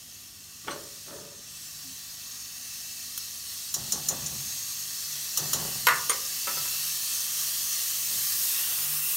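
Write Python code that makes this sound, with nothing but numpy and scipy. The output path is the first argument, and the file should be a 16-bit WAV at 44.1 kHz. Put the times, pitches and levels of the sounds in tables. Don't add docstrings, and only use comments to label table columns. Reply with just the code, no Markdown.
import sys
import numpy as np
from scipy import signal
from scipy.fft import rfft, irfft, next_fast_len
from scipy.io import wavfile
from scipy.ndimage import uniform_filter1d, map_coordinates

SR = 44100
rng = np.random.default_rng(int(sys.argv[2]) if len(sys.argv) > 2 else 0)


def attenuation_scalar(level_db):
    decades = np.asarray(level_db, float) / 20
    return 10 ** decades


def transcribe(u):
    v = np.clip(np.atleast_2d(u).T, -1, 1)
    q = np.round(v * 32767).astype(np.int16)
    wavfile.write(sys.argv[1], SR, q)


N = 403956


def unit(x):
    return x / np.sqrt(np.mean(x ** 2) + 1e-20)


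def along(points, hz):
    f, v = np.transpose(points)
    return np.interp(np.log(hz + 1), np.log(f + 1), v)


def wobble(rate):
    knots = rng.standard_normal(int(N * rate / SR) + 4)
    return map_coordinates(knots, [np.arange(N) * rate / SR])


def hump(t, s, half):
    return np.exp(-((t - s) / half) ** 2)


def filtered(x, response):
    m = next_fast_len(N + SR // 2)
    return irfft(rfft(x, m) * response(np.fft.rfftfreq(m, 1 / SR)), m)[..., :N]


def resonances(modes):
    def response(f):
        return sum((-1) ** k * attenuation_scalar(db) * 1j * f * w / (c * c - f * f + 1j * f * w)
                   for k, (c, w, db) in enumerate(modes))
    return response


def bursts(share, spread_db):
    sizes = attenuation_scalar(spread_db * rng.exponential(size=N))
    return unit((rng.random(N) < share) * rng.standard_normal(N) * sizes)


def ring(modes, t, scale, blur_hz=0):
    x = 0
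    for hz, db, t60 in modes:
        wander = np.cumsum(rng.standard_normal(len(t))) * np.sqrt(2 * np.pi * blur_hz / SR)
        tone = np.sin(2 * np.pi * (hz * t + 0.45 * rng.random()) + wander)
        x = x + attenuation_scalar(db + rng.normal(0, 1.25) - 60 * t / (scale * t60)) * tone
    return x / np.abs(x).max()


def add(track, s, x):
    track[round(s * SR):][:len(x)] += x


# (frequency [Hz], level [dB per Hz])
AIR = [(12, -61), (20, -53), (43, -2.5), (90, 3), (202, -9.5), (220, -7.5), (252, 0.5), (275, -6.5),
       (468, -13), (1200, -19.5), (1560, -39), (2640, -120)]
# (frequency [Hz], level [dB rms])
HUM = [(50, -82), (99, -68.5), (199, -69.5), (248, -75.5), (298, -79)]
# (time [s], level [dB rms], half length [s])
SWELLS = [(0.708, -54, 0.065), (1.04, -64, 0.09), (1.7, -67, 0.26), (3.82, -58, 0.063), (4.16, -48, 0.15),
          (4.85, -61, 0.075), (5.167, -59, 0.1), (5.44, -43, 0.058), (5.61, -41.5, 0.095),
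          (5.938, -53, .12), (6.337, -60, 0.058), (6.597, -53, 0.055), (6.86, -59, 0.12), (7.4, -61, 0.1),
          (7.62, -63, 0.16), (8.15, -59.5, 0.13), (8.93, -49.5, 0.13)]


def kitchen():
    t = np.arange(N) / SR

    def line(hz, gain):
        return np.sqrt(2) * gain * np.sin(2 * np.pi * hz * t + 0.88 * wobble(6.7))

    third = attenuation_scalar(-71 + 2.5 * wobble(4.02))
    third = third + sum(attenuation_scalar(db - 2.5) * hump(t, s, half) for s, db, half in SWELLS)
    hum = sum(line(hz, attenuation_scalar(db + 0.93 * wobble(5.9))) for hz, db in HUM) + line(150.5, third)
    rush = unit(filtered(rng.standard_normal(N), lambda f: attenuation_scalar(along(AIR, f))))
    return hum + attenuation_scalar(-63) * rush


# (frequency [Hz], t60 [s])
TILES = [(150, 0.81), (1000, 0.41), (5000, 0.21), (14000, 0.029)]


def room(x):
    hz, t, z = signal.stft(rng.standard_normal(SR // 2), SR, nperseg=256)
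    fade = attenuation_scalar(-60 * t / along(TILES, hz)[:, None])
    tail = signal.istft(z * fade, SR, nperseg=256)[1]
    delayed = np.pad(x, (200, 0))
    return signal.fftconvolve(delayed, tail / np.linalg.norm(tail))[:N]


def jolts(rows):
    out, t = np.zeros((2, N + SR)), np.arange(SR - 1) / SR
    for s, boom_db, rattle_db, rise, fade in rows:
        for track, db, last in zip(out, (boom_db, rattle_db), (1.9 * fade, fade)):
            strength = attenuation_scalar(db - 18 * (t / last) ** 1.39) * np.clip(t / rise, 0, 1)
            add(track, s, strength ** 2)
    return np.sqrt(out[:, :N])


# (time [s], boom [dB], rattle [dB], rise [s], fade [s])
RUBS = [
    (.662, -59, -41.5, 0.025, 0.26),
    (1.06, -56, -41.5, 0.081, 0.33),
]
# (time [s], boom [dB], rattle [dB], rise [s], fade [s])
SHAKES = [(3.738, -45, -47, 0.044, 0.22), (3.925, -47.5, -44, 0.013, 0.19),
          (4.095, -51, -37, 0.0066, 0.052), (4.12, -42.5, -40, 0.0052, 0.13),
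          (4.2, -47.5, -50.5, .03, 0.27), (4.302, -49, -53, 0.02, 0.18), (5.369, -44, -41, 0.04, 0.19),
          (5.53, -42, -38.5, 0.012, 0.27), (5.87, -53, -47, .02, 0.19), (6.47, -58, -49.5, .02, 0.27),
          (8.07, -55, -54.5, .06, 0.22)]
# (frequency [Hz], width [Hz], level [dB])
BOOM = [(74, 21, -5.5), (130.3, 11, 5.5), (141.5, 20, 2.5), (199, 33, -3), (266, 58, -7)]
# (frequency [Hz], width [Hz], level [dB])
RATTLE = [(365, 78, 1), (452, 46, 0), (548, 43, 1.5), (713, 130, 2.5), (870, 290, 0), (1142, 46, 4.5),
          (1350, 360, -6.5), (1970, 200, -4)]
# (frequency [Hz], width [Hz], level [dB])
DRAG = [(172, 42, -7.5), (280, 36, -7), (372, 57, -4.5), (440, 22, 1), (567, 24, 3.5), (640, 120, -8),
        (950, 87, -10.5), (1206, 60, -6.5), (1380, 250, -13), (1780, 150, -9.5)]
# (frequency [Hz], level [dB], t60 [s])
HOB = [(282, -6, .35), (370, -8, .9), (548, -5, .6), (720, -2, .3), (830, -5, .3), (1135, -3, .4)]
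# (time [s], length [s], tones (frequency [Hz], level [dB]), share of it spent rising)
BUMP = (1.835, .125, [(262, -55), (175, -61)], .35)


def stove():
    (boom_rub, rub), (boom_shake, shake) = jolts(RUBS), jolts(SHAKES)

    def bodies(f):
        dull = 1 / (1 + (f / 1800) ** 2)
        deep = resonances(BOOM)(f) / (1 + (f / 330) ** 4)
        return np.array([deep, resonances(RATTLE)(f) * dull, resonances(DRAG)(f) * dull])

    grit = bursts(share=0.14, spread_db=2.5)
    boom, rattle, drag = filtered(np.array([rng.standard_normal(N), grit, grit]), bodies)

    s, length, tones, rising = BUMP
    t = np.arange(N) / SR - s
    swell = np.interp(t / length, [0, rising / 4, rising, 1 - rising, 1], [0, .7, 1, .8, 0])
    bump = swell * sum(attenuation_scalar(db + 3) * np.sin(2 * np.pi * hz * t + wobble(30)) for hz, db in tones)

    plates, t = np.zeros(N + SR), np.arange(SR - 1) / SR
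    for s, _, rattle_db, rise, _ in SHAKES:
        add(plates, s, attenuation_scalar(rattle_db - 2) * np.clip(t / rise, 0, 1) * ring(HOB, t, 1, blur_hz=8))
    rumble = (boom_rub + boom_shake) * unit(boom) + shake * unit(rattle)
    return rumble + rub * unit(drag) + bump + plates[:N]


# (time [s], peak [dB], t60 [s], tinkle re peak [dB])
SPOON_HITS = [(.645, -49, 0.16, -30), (0.6742, -32, 0.033, -28), (0.6809, -23, 0.032, -30),
              (.688, -35.5, 0.059, -30), (.7, -33, 0.16, -14), (0.707, -38, 0.11, 6.5),
              (1.063, -45, .03, 0), (1.083, -46, 0.1, -24), (1.106, -44, .06, -21), (1.162, -49, .05, -24)]
# (frequency [Hz], width [Hz], level [dB])
SPOON = [(550, 55, -3), (885, 63, -2), (1120, 130, 4), (1460, 260, 1), (2000, 440, -6), (2450, 300, -7.5),
         (3030, 500, -8), (3600, 250, -9.5), (335, 140, -0.5)]
# (frequency [Hz], width [Hz], level [dB])
TINKLE = [(4090, 120, -0.5), (6060, 120, 6), (6100, 40, -17), (8320, 97, 1)]
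# (time [s], peak [dB])
CLUNKS = [
    (.6815, -25),
    (1.083, -41),
]
# (frequency [Hz], level [dB], t60 [s])
CLUNK = [(570, -8, .3), (888, -4, .055), (1157, -2, .12), (1270, 0, .07), (1416, -4, .1), (2008, -9, .03),
         (3000, -6, .035), (3483, -9, .035)]


def spoon():
    knocks, t = np.zeros((2, N + SR)), np.arange(SR // 2) / SR
    clunk = np.zeros(N + SR)
    for s, db in CLUNKS:
        add(clunk, s, attenuation_scalar(db) * ring(CLUNK, t, 1, blur_hz=7.1))
    for s, db, t60, tinkle_db in SPOON_HITS:
        chatter = attenuation_scalar(db + 10.5 - 60 * t / t60) * rng.standard_normal(len(t))
        add(knocks[0], s, chatter)
        add(knocks[1], s, attenuation_scalar(tinkle_db) * chatter)
    bodies = lambda f: np.array([resonances(SPOON)(f), resonances(TINKLE)(f)])
    return filtered(knocks[:, :N], bodies).sum(axis=0) + clunk[:N]


# (time [s], peak [dB], top re peak [dB], knock re peak [dB], wires' spread [s])
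FLICKS = [(3.176, -26, 4, -12, .0015), (3.739, -14, -11, -21, .004), (3.92, -12, -13, -26, .0025),
          (4.085, -9, -12, -27, .002), (4.259, -20.5, -21, -22, .005), (5.119, -26, -13, -20, .004),
          (5.372, -11.5, -7, -19, .0024), (5.5308, -10, -8, -16, .003)]
# (frequency [Hz], level [dB], t60 [s])
RIM = [(4150, -11, .07), (5490, -5, .06), (5650, -1, .07), (6050, -2, .11), (6330, -7, .14),
       (6600, -9, .09), (6930, 1, .08), (7130, 0, .075), (8200, -4, .06), (9100, -3, .055),
       (10050, -9, .04), (12700, -8, .04), (14900, -10, .04)]
# (frequency [Hz], width [Hz], level [dB])
KNOCK = [(1190, 220, 1.5), (1770, 180, -14), (2880, 270, -1.5), (4060, 200, 6.5)]


def flicks():
    out, knocks, t = np.zeros(N + SR), np.zeros(N + SR), np.arange(SR // 4) / SR
    high = signal.butter(N=4, Wn=[9800, 15500], btype="band", fs=SR, output="sos")
    mid = signal.butter(N=3, Wn=[5350, 7600], btype="band", fs=SR, output="sos")
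    for s, db, top_db, knock_db, spread in FLICKS:
        t60 = min(0.067, 28 * spread)
        slaps = t / spread * np.exp(1 - t / spread)
        fade = attenuation_scalar(-60 * t / t60) * (1 - np.exp(-t / (.4 * spread)))
        onset = 1 - np.exp(-(t / (.75 * spread)) ** 2)
        ringing = ring(RIM, t, t60 / 0.052, blur_hz=45) * onset * (1 + .5 * slaps)
        hiss = unit(signal.sosfilt(high, rng.standard_normal(len(t)))) * fade ** 0.95
        chatter = unit(signal.sosfilt(mid, rng.standard_normal(len(t)))) * fade
        slap = 0.9 * ringing / np.abs(ringing).max() + .2 * chatter + 0.65 * attenuation_scalar(top_db) * hiss
        add(out, s, attenuation_scalar(db) * slap)
        add(knocks, s, attenuation_scalar(db + knock_db + 12.0) * fade * rng.standard_normal(len(t)))
    handle = lambda f: resonances(KNOCK)(f) * (1j * f / (900 + 1j * f)) ** 2
    return out[:N] + filtered(knocks[:N], handle)


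# (time [s], peak [dB], wall ring re peak [dB], lip ring re peak [dB], decay scale)
BLOWS = [(5.869, -7.5, -1, -25, .7), (5.886, -7.5, -14, -14, .9), (5.907, -17, -10, -25, 1),
         (6.0955, -22, -6, 11, .8), (6.098, -19, -20, -10, .8), (6.103, -25, -8, 10, .8),
         (6.115, -20, -20, -8, .8), (6.472, -23.5, -14, -5, .8), (6.479, -25, -20, -12, .9),
         (6.572, -28, -14, -8, .9), (6.651, -32, -14, -8, 1.1), (6.739, -40, -14, -8, .9)]
# (frequency [Hz], level [dB], t60 [s])
STRIKE = [(533, -6, .13), (560, -12, .12), (928, -5, .16), (978, -1, .4), (1093, -10, .5), (1317, -10, .3),
          (1448, -2, .3), (1560, -7, .28), (1863, -4, .14), (2022, -10, .14), (2150, -8, .13),
          (2490, -9, .12), (2700, -13, .1), (2900, -12, .1), (3031, -11, .12), (3198, -13, .1),
          (3720, -15, .08), (3980, -14, .08)]
# (frequency [Hz], level [dB], t60 [s])
PAN = [(300, -24, .2), (533, -13, .17), (560, -17, .14), (652, -17, .35), (684, -15, .4), (806, -15, .22),
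       (928, -14, .2), (978, -6, .4), (1093, -6, .5), (1200, -1.5, .22), (1230, -8, .25), (1317, -10, .36),
       (1380, -12, .3), (1448, -9, .32), (1517, -13, .38), (1560, -11, .28), (1614, -7, .38),
       (1640, -12, .34), (1740, -9, .38), (1800, -13, .3), (1863, -9, .14), (1957, -2, .2), (2022, -6, .14),
       (2083, -10, .16), (2202, -11, .13), (2420, -13, .1), (2660, -14, .1), (2790, -14, .1),
       (2929, -16, .1), (3031, -14, .13), (3198, -11, .1), (3620, -13, .09), (3980, -12, .08)]
# (frequency [Hz], level [dB], t60 [s])
TAP = [(420, -11, .12), (542, -1, .11), (720, -12, .12), (830, -12, .12), (990, -6, .16), (1120, -7, .28),
       (1204, -3, .24), (1260, -6, .14), (1474, -10, .1), (1620, -12, .07), (1870, -6, .08),
       (2030, -6, .08), (2130, -3, .09), (2510, -8, .06), (2630, -11, .06), (2960, -7, .06),
       (3175, -4, .06), (3450, -9, .05), (4130, -10, .05)]
# (frequency [Hz], level [dB], t60 [s])
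BOUNCE = [(375, -13, .14), (554, -3, .07), (790, -6, .14), (974, -5, .2), (1200, -6, .2), (1314, -4, .16),
          (1443, -9, .2), (1669, -11, .12), (1890, -9, .1), (2030, -10, .08), (2650, -5, .07),
          (3171, -7, .07), (3600, -9, .05)]
# (from time [s], modes)
PLACES = [(5.86, STRIKE), (5.88, PAN), (6, TAP), (6.4, BOUNCE)]
# (frequency [Hz], level [dB], t60 [s])
WALL = [(4050, -12, .07), (4390, -6, .08), (4700, -9, .06), (5490, -6, .07), (6420, -7, .07),
        (7410, -7, .16), (8760, -9, .12), (11480, -3, .2), (11590, -3, .13), (11000, -8, .04),
        (12700, -6, .12), (12850, -6, .1)]
# (frequency [Hz], level [dB], t60 [s])
LIP = [(4690, -14, .05), (5810, -9, .05), (6420, -1, .04), (6860, -4, .045), (8200, -10, .05),
       (8620, -7, .07), (8850, -2, .07), (9020, 1, .08), (10900, -11, .04), (11500, -14, .035),
       (13900, -11, .03)]


def blows():
    out, t = np.zeros(N + SR), np.arange(SR // 2) / SR
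    band = signal.butter(N=3, Wn=[950, 2500], btype="band", fs=SR, output="sos")
    damping = attenuation_scalar(-60 * (t / .21) ** 3)
    snap = 1 + .45 * np.exp(-t / .005)
    for (s, db, wall_db, lip_db, scale), (next_s, next_db, *_) in zip(BLOWS, [*BLOWS[1:], (N, 0)]):
        left = 1 - 0.7 * (next_db > db - 3) * np.clip((t - next_s + s) / .003, 0, 1)
        modes = [m for start, m in PLACES if start < s][-1]
        low = left * ring(modes, t, scale, blur_hz=3) * damping * snap
        clatter = .1 * unit(signal.sosfilt(band, rng.standard_normal(len(t)))) * attenuation_scalar(-60 * t / (.2 * scale))
        crack_fade = attenuation_scalar(max(wall_db, lip_db) - 60 * t / 0.045)
        crack = 0.07 * crack_fade * np.diff(rng.standard_normal(len(t) + 1))
        high = attenuation_scalar(wall_db) * ring(WALL, t, 0.48) + attenuation_scalar(lip_db) * ring(LIP, t, 0.76)
        add(out, s, attenuation_scalar(db + 3.0) * (1 - np.exp(-t / 0.00004)) * (low + clatter + crack + high))

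    def weighting(f):
        gap = 1 - 0.5 * resonances([(760, 320, 0)])(f)
        return gap * (1j * f / (250 + 1j * f)) ** 2 / (1 + (f / 15600) ** 40)

    return filtered(out[:N], weighting)


def side_hiss():
    out, size, per_s = np.zeros(N + SR), 2048, 4
    hz = np.fft.rfftfreq(size, 1 / SR)
    for k, (when, place, wide) in enumerate(rng.random((int(per_s * N / SR), 3))):
        low_hz = np.interp(place ** 1.5, [0, 1], [4200, 13500])
        width_hz = np.interp(wide, [0, 1], [800, 3000])
        inside = (hz > low_hz) & (hz < low_hz + width_hz)
        band = unit(irfft(rfft(rng.standard_normal(size)) * inside, size))
        add(out, (k + when) / per_s, band * np.sqrt(width_hz / 3000) * signal.windows.tukey(size, .75))
    vigour_db = np.interp(np.arange(N) / SR, *np.transpose(VIGOUR))
    return out[:N] * attenuation_scalar(vigour_db - 5.5)


# (time [s], level [dB])
VIGOUR = [(0.0, -48), (0.53, -48), (0.92, -45), (1.25, -46), (1.45, -42.5), (1.76, -43), (2.37, -41.5),
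          (4.54, -36.5), (4.85, -36), (5.61, -34), (6.12, -34.5), (6.45, -33), (7.75, -32.5), (8.14, -32.5),
          (8.49, -32.5), (8.83, -34), (9.03, -34.5), (9.16, -33.5)]
# (frequency [Hz], level [dB per Hz])
FIZZ = [(240, -24.5), (400, -19), (899, -18), (1150, -12), (1900, -9.5), (2250, -12.5), (2630, -7),
        (3650, -8), (4330, -2.5), (5910, 2.5), (10300, -3.5), (14800, -0.5), (15700, -0.5), (16500, -45)]
# (frequency [Hz], width [Hz], level [dB])
BOWL = [(710, 72, 9.5), (1148, 140, 6.5), (2284, 21, 6.5), (1874, 260, 6), (2650, 32, 13.5),
        (3210, 32, 4.5), (4110, 1200, 6.5), (5413, 99, 5), (5482, 43, 7.5), (6116, 24, 10), (3870, 200, -3),
        (5030, 83, -6), (7800, 200, 1), (10300, 410, 0.5), (6520, 125, 6), (6920, 240, 3.5),
        (8360, 230, 3.5), (9000, 390, 3.5), (9600, 145, 6.5), (11340, 330, 3.5), (12540, 2100, 4)]
# (time [s], depth [0-1.5])
FOCUS = [(0, 1.1), (3, 1.09), (6, 1.02), (7, 0.85), (8.1, 0.73), (8.5, 0.58), (9.16, 0.32)]
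# (frequency [Hz], width [Hz], level [dB])
FILM = [(1160, 87, 2.5), (2500, 220, 2), (4320, 130, -3.5), (8660, 1400, 4), (12700, 900, 0.5)]
SIZE_EDGES = [2550, 3855, 9650]
# (level re vigour [dB], growth with vigour, gain as the fat spreads [dB])
SIZES = [
    (-17.5, 0.76, 5.5),
    (-13.5, 0.76, 3),
    (-1.39, 0.96, -0.2),
    (-6.5, 1.03, 13),
]
# (time [s], half length [s], change per size [dB])
SHADE = (1.405, 0.15, [-2, -2.5, -3, -6])
# (time [s], half length [s], gain per size [dB])
STIRS = [(4.5, 0.12, [0.58, 0.61, 0.98, 1]), (6.714, 0.17, [0.79, 1, 0.22, 0.98]),
         (8.442, 0.16, [0.1, 0.1, 0.8, 1.5]), (8.77, 0.24, [3.2, 4, 0.087, 0.67]),
         (9.1, 0.088, [0.088, 1.2, 0.092, 0.5])]
# (time [s], half length [s], from [Hz], to [Hz], level [dB])
SWEEPS = [(6.5, 0.38, 2620, 2680, 4.5), (8.56, 0.062, 2500, 2650, 9), (8.65, 0.097, 2700, 3100, 5),
          (8.55, .06, 3550, 3650, 7), (7.1, 0.063, 3050, 3400, 3.5), (4.6, 0.62, 6300, 6500, 3),
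          (5, .7, 5470, 5470, -1.5), (7.5, 0.66, 3200, 3100, 4.5), (8, 0.35, 2620, 2620, 0),
          (5, 0.11, 4550, 4600, 4), (7.6, 0.13, 4550, 4300, 2), (8.62, 0.13, 2450, 2700, -4),
          (8.85, 0.13, 2650, 2650, -1), (6.725, .02, 2620, 2620, 5), (7.68, .07, 6400, 6000, 8),
          (9.06, 0.084, 2700, 2700, 6.5)]


def sizzle():
    hz, t, z = signal.stft(bursts(share=.9, spread_db=.8), SR, nperseg=1024, noverlap=768)

    def smooth_noise(bins, frames):
        noise = uniform_filter1d(rng.standard_normal(z.shape), bins, axis=0)
        return unit(uniform_filter1d(noise, frames, axis=1))

    patches, drift = smooth_noise(8, 12), smooth_noise(6, 90)
    streaks = smooth_noise(2, 30)

    def peaks(modes):
        return sum(db / (1 + (2 * (hz - c) / w) ** 2) for c, w, db in modes)

    now = np.minimum((t * SR).astype(int), N - 1)
    bowl_db = sum(np.outer(peaks([mode]), 1 + 0.093 * wobble(2.29)[now]) for mode in BOWL)
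    focus = np.interp(t, *np.transpose(FOCUS))
    body_db = bowl_db * focus + np.outer(peaks(FILM), np.clip(2 - 2 * focus, 0, 2))
    colour = attenuation_scalar(along(FIZZ, hz)[:, None] + body_db) * (hz < 15900)[:, None]

    above = [1 / (1 + (edge / (hz + 1)) ** 14) for edge in SIZE_EDGES]
    shares = -np.diff([np.ones_like(hz), *above, np.zeros_like(hz)], axis=0)
    vigour_db = np.interp(t, *np.transpose(VIGOUR))
    mean_db = vigour_db.mean()
    nudges = sum(np.outer(dbs, hump(t, s, half)) for s, half, dbs in [SHADE, *STIRS])
    gain = 0
    for share, (db, growth, spread_db), nudge_db in zip(shares, SIZES, nudges):
        part = colour * share[:, None]
        level_db = db + mean_db + growth * (vigour_db - mean_db)
        level_db = level_db + spread_db * (focus.max() - focus) + nudge_db
        gain = gain + attenuation_scalar(level_db) * part / np.sqrt(np.mean(part ** 2, axis=0))

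    for s, half, from_hz, to_hz, db in SWEEPS:
        centre_hz = np.interp(t, [s - half, s + half], [from_hz, to_hz])
        pocket = 1 / (1 + (2 * (hz[:, None] - centre_hz) / 210) ** 2)
        gain = gain * attenuation_scalar(db * hump(t, s, half) * pocket)
    flutter_db = 0.77 * patches + 0.97 * drift + 1.5 * np.clip(streaks, 0, 9)
    pops = signal.istft(z * gain * attenuation_scalar(flutter_db), SR, nperseg=1024, noverlap=768)[1][:N]
    return pops * attenuation_scalar(0.31 * wobble(7.7) + 0.27 * wobble(25))


def scene():
    hits = spoon() + flicks() + blows()
    mono = kitchen() + stove() + hits + attenuation_scalar(-10.5) * room(hits) + sizzle()
    return np.array([mono, mono])


def top_cut(x):
    return signal.sosfilt(signal.butter(12, 17040, fs=SR, output="sos"), x)


def record(dry):
    soft = filtered(dry, lambda f: 1 / (1 + (f / 16250) ** 90))
    mix = soft + [[1], [-1]] * side_hiss()
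    return top_cut(mix)


dry = scene()
out = record(dry)
transcribe(out)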